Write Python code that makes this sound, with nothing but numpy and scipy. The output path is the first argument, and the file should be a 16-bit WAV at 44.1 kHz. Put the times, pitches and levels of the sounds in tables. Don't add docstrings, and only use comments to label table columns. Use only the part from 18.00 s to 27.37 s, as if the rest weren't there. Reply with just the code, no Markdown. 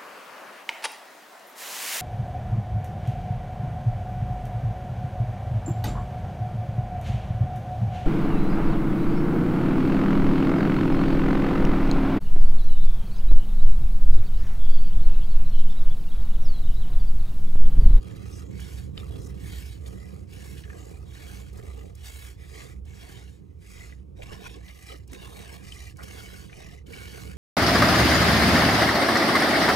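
import sys
import numpy as np
from scipy import signal
from scipy.fft import rfft, irfft, next_fast_len
from scipy.io import wavfile
from scipy.ndimage import uniform_filter1d, map_coordinates

SR = 44100
rng = np.random.default_rng(int(sys.argv[2]) if len(sys.argv) > 2 else 0)


def to_wav(s):
    ch = np.atleast_2d(s).T
    pcm = np.round(np.clip(ch, -1, 1) * 32767)
    wavfile.write(sys.argv[1], SR, pcm.astype(np.int16))


N = 413216

SPOTS = {"A": (-19.5, 600, 1452, 2, 1, 2.7), "B": (-22.5, 1603.5, 1266, 5, 0.96, 1.5),
         "C": (-17.5, 545, 1380, 2, 1, 1.2), "D": (-14.5, 379.5, 1350, 4, 1.15, 2),
         "E": (-14, 422, 1437, 14, 0.96, 2), "F": (-16, 451, 1450, 2.5, 1, 1.8),
         "G": (-16.5, 480.5, 1266, 3, 0.88, 1.4)}
# [f/Hz, gain/dB]
SPRAY_COLOUR = [(1500, -40), (3500, -13), (5200, -3), (6800, 0), (8000, -2), (10000, -3.5), (13000, -7),
                (15500, -10.5)]
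TOP_HZ = 15740


def amp(db):
    return 10 ** (np.asarray(db) / 20)


def unit(x):
    return x / np.sqrt(np.mean(x ** 2) + 1e-20)


def along(points, hz, axis=1):
    table = np.transpose(points)
    return np.interp(np.log(hz + 1), np.log(table[0]), table[axis])


def curves(rows, t):
    s, *columns = np.transpose(rows)
    return [np.interp(t, s, column) for column in columns]


def wobble(rate, size):
    knots = rng.standard_normal(int(size * rate / SR) + 4)
    return map_coordinates(knots, [np.arange(size) * rate / SR])


def filtered(x, response):
    size = x.shape[-1]
    padded = next_fast_len(size + SR // 10)
    spectrum = rfft(x, padded) * response(np.fft.rfftfreq(padded, 1 / SR))
    return irfft(spectrum, padded)[..., :size]


def ring(x, gain, size=4096):
    cepstrum = irfft(np.log(gain(np.fft.rfftfreq(size, 1 / SR)) + 1e-6))
    cepstrum[1:size // 2] *= 2
    cepstrum[size // 2 + 1:] = 0
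    impulse = irfft(np.exp(rfft(cepstrum)))
    return unit(signal.fftconvolve(x, impulse)[:len(x)])


def noise(spectrum):
    return unit(filtered(rng.standard_normal(N), lambda hz: amp(along(spectrum, hz))))


def add(track, s, sound):
    part = track[max(round(s * SR), 0):][:len(sound)]
    part += sound[:len(part)]


def drops(rate, spread_db, wash_db, size):
    hits = (rng.random(size) < rate / SR) * rng.choice([-1, 1], size)
    sizes = amp(spread_db * np.clip(rng.standard_normal(size), -2, 2))
    wash = rng.standard_normal(size)
    return unit(unit(hits * sizes) + amp(wash_db) * wash)


def bubbles(rate, centre_hz, octaves, cycles, spread_db, size):
    chance = rng.random((int(rate * size / SR) + 1, 3))
    when, pitch, strength = chance.T[:, :, None]
    t = np.arange(SR // 50) / SR
    turns = centre_hz * 2 ** (octaves * (2 * pitch - 1)) * t
    envelope = np.exp(-turns / cycles) * (1 - np.exp(-turns))
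    pings = amp(spread_db * strength ** 2) * envelope * np.sin(2 * np.pi * turns)
    index = (when * size).astype(int) + np.arange(len(t))
    return unit(np.bincount(index.ravel(), pings.ravel(), size)[:size])


def outdoors():
    # [f/Hz, gain/dB] each
    traffic_colour, wind_colour, air_colour = [(20, -31), (30, -41), (42, -5.5), (52, -11.5), (60, 7),
                                               (67, 7.5), (80, 0), (100, -6), (130, -12), (250, -63)], [(60, -22), (100, 3.5), (150, 0), (168, -4),
                                                               (187, 2.5), (215, -11.5), (250, -12),
                                                               (300, -9.5), (440, -13), (520, -20),
                                                               (620, -33), (1200, -35), (3000, -74)], [(300, -1), (700, 4), (1150, 8),
                                                                             (1500, -27), (2200, 9),
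                                                                             (4000, -1), (10000, -4),
                                                                             (15000, -40)]
    # [t/s, rumble level/dB, wind level/dB]
    levels = [(0, -41, -43.5), (0.2, -41.5, -40.5), (0.6, -39, -44.5), (1.2, -41, -43), (1.6, -38, -44),
              (2.4, -43.5, -47.5), (3.3, -43, -50.5), (3.7, -42, -50.5), (4.1, -44, -55), (4.8, -43, -51),
              (5.3, -47, -53), (6.1, -45.5, -52), (6.35, -47, -48.5), (6.9, -47, -54.5), (7.4, -49.5, -50),
              (7.9, -47.5, -49.5), (8.8, -48, -50.5), (9.37, -43.5, -46)]
    swells_per_s = 5.9
    rumble_db, wind_db = curves(levels, np.arange(N) / SR)
    rumble_db = rumble_db + 1.0 + 1.4 * wobble(swells_per_s, N)
    wind_db = wind_db - 0.57 + 1.38 * wobble(swells_per_s, N)
    drone = noise(traffic_colour)
    swell = np.sqrt(np.abs(uniform_filter1d(drone ** 2, size=SR // 12)) + 1e-6)
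    drone = unit(drone / swell ** 0.22)
    air = amp(-82.5) * noise(air_colour)
    return amp(rumble_db) * drone + amp(wind_db) * noise(wind_colour) + air


def milking():
    # [start t/s, length/s, squeeze/s, release/s, splash level/dB, spray level/dB,
    # spray tilt/dB per octave, drumming and churn against the splash/dB, spot struck]
    jets = [ (0, 0.58, 0.0057, 0.27, -59, -60.5, -5.5, -3, -26, "A"),
            (.485, 0.46, 0.15, 0.21, -54.5, -55.5, -4.5, -18, -18, "B"),
            (.924, 0.54, 0.075, 0.24, -58, -62, -2.5, 2.5, -8, "A"),
            (1.35, 0.51, 0.17, 0.26, -52, -54.5, 2.5, -13, -31, "B"),
            (1.774, 0.54, 0.11, 0.19, -61.5, -63, -5, 4, -9, "F"),
            (2.264, 0.5, 0.12, 0.23, -55.5, -58, -1.5, -4.5, -12.5, "B"),
            (2.644, 0.54, 0.091, 0.34, -59.5, -61, -4.5, 5, -4.5, "F"),
            (3.045, 0.54, 0.21, 0.26, -53, -57, -1, -8, -12, "B"),
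            (3.508, 0.54, 0.087, 0.3, -59.5, -64, -2, 6.5, -5, "F"),
            (3.94, .45, 0.29, 0.14, -53, -55, 1, -8, -16, "B"),
            (4.364, 0.44, 0.46, 0.21, -50.5, -52.5, -4.5, -2.5, -15, "C"),
            (4.84, 0.57, 0.32, 0.37, -52, -57, -3, -5.5, -10.5, "B"),
            (5.3, 0.53, .03, .08, -78.5, -80, -5.5, -9, -18, "C"),
            (5.6, 0.44, 0.24, 0.25, -53.5, -54, -5.5, -7, -16, "C"),
            (6.149, .587, 0.17, 0.32, -54, -55.5, -5.5, -1, -5.5, "D"),
            (6.615, 0.45, 0.54, 0.21, -51, -53, -1, -15, -27, "E"),
            (7.068, 0.63, 0.17, 0.18, -52.5, -57, -2, -3.5, -8, "D"),
            (7.61, 0.34, 0.048, 0.058, -54.5, -53, -5.5, -11.5, -22, "E"),
            (7.943, 0.66, 0.15, 0.26, -53.5, -55.5, -2.5, -3.5, -14, "G"),
            (8.481, .36, 0.11, 0.13, -55, -54.5, -6, -4.5, -8, "E"),
            (8.855, 0.56, 0.1, 0.17, -51, -55.5, 0, -5, -26, "G")]
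    open_s = .012
    flutter_base_db, flutter_grows, full_jet_db = 0.48, 0.18, -59.5
    track = np.zeros(N)
    for start, length, squeeze, release, splash_db, spray_db, tilt_db, drum_db, churn_db, spot in jets:
        t = start + np.arange(int(length * SR)) / SR
        jet_db = pressure(t, start, length, squeeze, release)
        thinness_db = np.clip(full_jet_db - splash_db, 0, 10)
        flutter_db = (flutter_base_db + flutter_grows * thinness_db) * wobble(36.0, len(t))
        splash_surge_db, spray_surge_db = surges(t) + flutter_db
        splash_course_db = splash_db + jet_db + splash_surge_db
        spray_course_db = spray_db + jet_db + spray_surge_db
        sound = squirt(splash_course_db, spray_course_db, tilt_db, drum_db, churn_db, spot)
        opening = 1 - np.exp((start - t) / open_s)
        edges = np.sqrt(signal.windows.tukey(len(t), .04))
        add(track, start, sound * opening * edges)
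    return track


def pressure(t, start, length, squeeze, release):
    first_db, last_db = 14, 27
    closing = np.clip(1 - (t - start) / squeeze, 0, 1)
    opening = np.clip(1 - (start + length - t) / release, 0, 1)
    return -first_db * closing ** 2 - last_db * opening ** 2


def surges(t):
    # [centre t/s, width between 1/e points/s, splash gain/dB, spray gain/dB]
    spurts = [(0.166, 0.018, 6, 8), (.35, 0.22, 1.5, 7.5), (.54, 0.11, 1.5, -3.5), (1.0, 0.022, 4.5, 6),
              (1.25, 0.098, -7, 3), (1.115, 0.066, -0.5, -0.5), (1.875, 0.028, 8.5, 11.5),
              (2.5, 0.062, -1.5, 3), (4.07, 0.08, 7, 7), (4.17, .12, 0, 3), (4.6, 0.11, 3, 1.5),
              (5.34, 0.084, -1, 6.5), (5.6, 0.024, 6, 7), (5.68, 0.19, -2, 3), (6.233, 0.018, 9, 10),
              (6.327, 0.024, 6, 4), (6.466, 0.028, 11, 6), (6.545, 0.01, 5, 4), (6.696, 0.053, 9, 3.5),
              (6.92, 0.071, 6, 1), (7.1, 0.025, 3, -5), (7.14, 0.036, 6, 7), (8.037, 0.014, 6, 8.5),
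              (8.185, 0.056, 4, 1.5)]
    return sum(np.outer(gains_db, np.exp(-(2 * (t - s) / width) ** 2)) for s, width, *gains_db in spurts)


def squirt(splash_db, spray_db, tilt_db, drum_db, churn_db, spot):
    # [f/Hz, gain/dB]
    bottom_colour = [(100, -28), (180, -1), (250, -7.5), (310, -3.5), (370, -2.5), (440, 2.5), (510, -6),
                     (590, -14), (800, -54)]
    bubble_db, drop_rate, null_hz, null_db, ripple, sputter_db = SPOTS[spot]
    size = len(splash_db)
    sputter = amp(sputter_db * wobble(200, size) + .8 * wobble(45, size))
    patter = drops(drop_rate, spread_db=1, wash_db=0, size=size)
    driven = bubbles(rate=250, centre_hz=2500, octaves=1, cycles=10, spread_db=14, size=size)
    blows = patter + amp(bubble_db) * driven
    rung = ring(blows * sputter, lambda hz: hollow(spot, hz))
    splash = overtones(rung, ripple, spacing_hz=180, shifts=16, glide=.014)
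    crackle = bubbles(rate=220, centre_hz=3200, octaves=1, cycles=3.5, spread_db=16, size=size)
    splash = unit(splash + amp(-11) * crackle)
    fine_drops = drops(4 * drop_rate, spread_db=4.5, wash_db=-1.5, size=size)
    mist = (fine_drops + amp(-5.5) * patter) * sputter

    def spray_gain(hz):
        tilt = tilt_db * np.log2((hz + 1) / TOP_HZ)
        return amp(along(SPRAY_COLOUR, hz) + upper(spot, hz) + tilt)

    hiss = ring(mist, spray_gain)
    spray = overtones(hiss, ripple, spacing_hz=170.3, shifts=16.2, glide=0.008)
    thuds = drops(drop_rate / 2, spread_db=6.0, wash_db=-13.5, size=size)
    drum = ring(thuds, lambda hz: amp(along(bottom_colour, hz)))
    churn = bubbles(rate=220, centre_hz=760, octaves=0.592, cycles=14.0, spread_db=11, size=size)
    gurgle = ring(churn, lambda hz: hollow(spot, hz))
    flow_db = uniform_filter1d(splash_db, size=SR // 10)
    deep = amp(drum_db) * drum + amp(churn_db) * gurgle
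    sound = amp(splash_db) * splash + amp(np.minimum(flow_db, splash_db)) * deep
    sound = sound + amp(spray_db) * atomised(spray, spray_db)
    return filtered(sound, lambda hz: amp(-null_db / (1 + ((hz - null_hz) / 85) ** 2)))


def hollow(spot, hz, broad_db=-12):
    # [f/Hz, gain/dB]
    splash_colour = [(350, -39), (700, 4), (1400, 2.5), (2500, 8), (4500, 2.5), (6000, 5), (9000, -13),
                     (16000, -70.5)]
    # [f/Hz, half-width at half amplitude/Hz, gain at spots A to G/dB (seven columns)]
    pail_modes = [(723, 110, 7.5, -6.5, -2, 0, 8.0, 6.0, 2), (1076, 130, -2, -9, -18.0, 0, -21, -6, 0.5),
                  (1207, 88, 11.5, -3.5, 3, -7.0, 11, 7, 0), (1470, 118.0, 1, -4.5, -10, -9, -3.0, -11, 5),
                  (1707, 140, 1.5, -0.5, -4, 1.5, 4.5, -2.0, 2),
                  (2004.0, 107, 6.5, -14, 6.5, -10.0, 15.0, 5.0, -5),
                  (2220, 94, -14.0, 1.5, 1.5, 4, -11, -20, 9.5), (2396, 91, 4.5, -23, 2, 2.5, 11, 2, -14.0),
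                  (2750, 98, 6.0, -6, -4, 0, 5.0, -3, 3), (2986, 59, -14, -0.5, -8, 0, 11.0, 0.5, 6),
                  (3274, 116, 5, -0.5, -5.0, -2, 0, -10, 3.5),
                  (3710, 120, 0.5, -5.5, -8.0, 1.5, 2, -13.0, -1.0),
                  (3964, 170, 2, -4, -5, -5.0, 5.0, -5, -1),
                  (4500, 140, -17.0, -4, -17, -13.0, 2.0, -12.0, 3.0)]
    power = amp(broad_db + along(splash_colour, hz)) ** 2
    for centre, width, *strengths in pail_modes:
        strength_db = strengths[list(SPOTS).index(spot)]
        power = power + (amp(strength_db) / (1 + ((hz - centre) / width) ** 2)) ** 2
    return np.sqrt(power)


def upper(spot, hz, width_hz=170):
    # [f/Hz, gain at spots A to G/dB (seven columns)]
    high_modes = [(5150, 3, -6.5, 2.5, -6, 1.5, -2, -0.5), (5400, -4.0, 0.5, -5, 2.5, 1.5, -3, 1.0),
                  (5940, 0, -7, -7, -9.5, 3, -6.0, -1), (6500, -7, -5, -0.5, -4, -2, -5, 0.0),
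                  (7120, -0.5, 0.5, 1.5, -4, 0, 1.5, -2.0), (7570, -2.5, -2, -4, -1.5, -3.5, -0.5, -3.0)]
    index = list(SPOTS).index(spot)
    return sum(gains[index] / (1 + ((hz - centre) / width_hz) ** 2) for centre, *gains in high_modes)


def overtones(x, ripple, spacing_hz, shifts, glide):
    # [f/Hz, depth/dB]
    comb_depth = [(400, 0), (1000, 2), (1800, 4), (3500, 4.6), (5000, 5), (7500, 4.6), (11000, 3.6)]
    hz, t, z = signal.stft(x, SR, nperseg=512, noverlap=384)
    slide = 1 + glide * map_coordinates(rng.standard_normal(16), [t * 8], mode="nearest")
    rows = hz[:, None] * slide / spacing_hz
    columns = np.broadcast_to(t * shifts, rows.shape)
    comb = map_coordinates(rng.standard_normal((256, 48)), [rows, columns], mode="mirror")
    depth_db = ripple * along(comb_depth, hz)[:, None]
    combed = z * amp(depth_db * np.clip(comb, -2, 2))
    return unit(signal.istft(combed, SR, nperseg=512, noverlap=384)[1][:len(x)])


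def atomised(spray, spray_db):
    fine_hz, fine_db, fine_grows = 9200, 0.55, 0.3
    fine = filtered(spray, lambda hz: 1 - 1 / (1 + (hz / fine_hz) ** 8))
    slack_db = np.minimum(spray_db - np.median(spray_db), 0)
    return spray - fine + amp(fine_db + fine_grows * slack_db) * fine


def whistles(width_hz=850, sputter_db=3.5):
    # [start t/s, length/s, level/dB, first f/Hz, last f/Hz]
    pinches = [(.31, .11, -57, 5400, 7000), (.41, .18, -68.5, 6900, 7100), (1.19, .1, -62, 6000, 6400),
               (2.755, .18, -63.5, 7000, 7150)]
    track = np.zeros(N)
    for s, length, db, first_hz, last_hz in pinches:
        size = int(length * SR)
        phase = 2 * np.pi * np.cumsum(np.linspace(first_hz, last_hz, size)) / SR
        band = wobble(2 * width_hz, size) * np.sin(phase) + wobble(2 * width_hz, size) * np.cos(phase)
        sizzle = unit(band * amp(sputter_db * wobble(151, size)))
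        add(track, s, amp(db) * signal.windows.tukey(size, .5) * sizzle)
    return track


def slaps(rebound_db=-14, rise_per_s=1):
    # [t/s, level/dB, cavity f/Hz, share of the cavity against the crack/0-1]
    fat_drops = [(0.5955, -37.5, 1800, .2), (1.0, -38, 3560, .5), (1.031, -43, 1280, .6),
                 (1.159, -43, 2640, .2), (1.534, -36.5, 2400, .2), (1.8622, -39, 3590, .3),
                 (2.579, -42, 3300, .3), (2.6374, -39.5, 2900, .3), (2.639, -42, 1780, .5),
                 (2.653, -43, 1700, .4), (2.677, -45.5, 1630, .6), (2.7008, -35, 1760, .5),
                 (2.7302, -41, 1610, .6), (3.5992, -43, 1700, .25), (4.0701, -35.5, 5920, .4),
                 (5.277, -46, 2750, .4), (5.9239, -38.5, 1960, .5), (6.2213, -32.5, 2400, .4),
                 (6.232, -37.5, 2700, .3), (6.323, -38.5, 1810, .3), (6.332, -37, 3300, .2),
                 (6.4572, -38, 2430, .3), (6.498, -41, 2700, .25), (6.543, -40, 3400, .2),
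                 (6.683, -39, 3100, .2), (6.697, -37.5, 2080, .6), (6.9182, -34.5, 2950, .5),
                 (6.944, -43.5, 1230, .65), (7.1312, -36.5, 2070, .4), (7.148, -37, 2500, .3),
                 (7.7218, -30.5, 2990, .6), (7.766, -41, 2070, .7), (7.806, -39, 1940, .7),
                 (7.9894, -41, 1400, .4), (8.0296, -38, 3220, .4), (8.4966, -40, 2040, .4),
                 (8.5295, -35.5, 2340, .45), (8.604, -43, 740, .8), (8.634, -41, 2530, .6),
                 (8.8662, -44, 2990, .4), (8.9341, -32, 2240, .55), (8.942, -36, 2900, .4),
                 (8.964, -38.5, 3000, .6)]
    track, t = np.zeros(N), np.arange(SR // 16) / SR
    for s, db, pitch_hz, share in fat_drops:
        burst = rng.standard_normal(len(t)) * (amp(-60 * t / 0.003) + amp(rebound_db - 60 * t / 0.075))
        crack = ring(burst, lambda hz: 1 / (1 + (np.log2((hz + 1) / pitch_hz) / .65) ** 4))
        tone = np.sin(2 * np.pi * pitch_hz * t * (1 + rise_per_s * t))
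        cavity = tone * amp(-60 * t / .042) * (1 - np.exp(-t / .0006))
        add(track, s, amp(db) * ((1 - share) * crack / np.abs(crack).max() + share * cavity))
    return track


def spatters(rise_s=0.00079):
    # [t/s, level before the decay/dB, t60/s]
    clumps = [(0.601, -44, .03), (1.19, -50, .015), (1.269, -49, .025), (1.35, -52, .012),
              (1.661, -47, .025), (3.529, -54, .05), (3.572, -52, .05), (3.9519, -47, .025),
              (4.0557, -41, .015), (4.853, -60, .04), (6.4707, -44, .03), (7.0763, -53, .04),
              (7.1177, -49, .025), (7.1327, -43, .025), (7.9698, -47, .025), (8.867, -52, .04)]
    track, t = np.zeros(N), np.arange(SR // 16) / SR
    for s, db, t60 in clumps:
        droplets = drops(4000, spread_db=4, wash_db=-6, size=len(t))
        grit = ring(droplets, lambda hz: amp(along(SPRAY_COLOUR, hz)))
        add(track, s, amp(db - 60 * t / t60) * (1 - np.exp(-t / rise_s)) * grit)
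    return track


def ticks():
    # [t/s, peak level/dB]
    wall_drops = [(0.9765, -37), (0.9775, -29.5), (0.992, -41)]
    # [f/Hz, relative level/dB, t60/s]
    wall_modes = [(1270, -11, .03), (2190, -10, .013), (3020, -1, .012), (3560, -3, .017), (3850, -2, .009),
                  (4660, -6, .008), (5250, -9, .008)]
    track, t = np.zeros(N), np.arange(SR // 16) / SR
    for s, db in wall_drops:
        tick = np.zeros(len(t))
        for hz, level, t60 in wall_modes:
            tick += amp(level - 60 * t / t60) * np.sin(2 * np.pi * (hz * t + rng.random()))
        add(track, s, amp(db) * tick / np.abs(tick).max())
    return track


def gulps():
    # [middle t/s, length/s, level before the fade/dB, central f/Hz]
    plunges = [(1.16, .12, -49, 325), (2.817, 0.088, -52, 332), (6.205, 0.05, -52, 520),
               (6.564, 0.074, -53, 328), (6.93, 0.1, -51, 390), (7.145, .09, -49, 351),
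               (8.006, .06, -56.5, 780), (8.012, 0.06, -51.5, 1550), (8.897, .07, -48.5, 329)]
    track = np.zeros(N)
    for s, length, db, pitch_hz in plunges:
        size = int(length * SR)
        cluster = bubbles(rate=500, centre_hz=pitch_hz, octaves=0.585, cycles=5, spread_db=6, size=size)
        add(track, s - length / 2, amp(db) * signal.windows.cosine(size) * cluster)
    return track


def diffuse(x):
    z = signal.stft(x, nperseg=512)[2]
    scrambled = z * np.exp(2j * np.pi * rng.random(z.shape))
    return unit(signal.istft(scrambled, nperseg=512)[1][:N]) * np.std(x)


def scene():
    # [f/Hz, level/dB, phase/rad]
    ports = [(60, -11, 2.9), (100, -5.5, 2.3), (200, 3, 2.9), (290, -1, 3.9), (390, -7.5, 3.6), (490, 6, 2),
             (560, 8, 1.5), (620, -1, 4.1), (790, -14, 4.7), (860, -4, 1.6), (1050, -6, 1.6),
             (1400, 2, 1.55), (1800, -3, 1.7), (3000, -2.5, 1.6), (4000, -13, 1.6), (5300, -10, 1.4),
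             (7000, -30, 1.4)]
    # [f/Hz, level/dB]
    scatter = [(60, -35), (130, -9.5), (220, -2.5), (400, -18), (500, 3.5), (600, 10.5), (780, -10.5),
               (1300, 1), (2200, -4), (3300, -5.5), (5500, -6), (6200, -20), (7000, -85)]
    mid = outdoors() + milking() + whistles() + slaps() + spatters() + ticks() + gulps()
    direct = filtered(mid, lambda hz: amp(along(ports, hz)) * np.exp(1j * along(ports, hz, axis=2)))
    side = direct + diffuse(filtered(mid, lambda hz: amp(along(scatter, hz))))
    return np.array([mid + side, mid - side])


def record(dry):
    return filtered(dry, lambda hz: hz < TOP_HZ)


dry = scene()
out = record(dry)
to_wav(out)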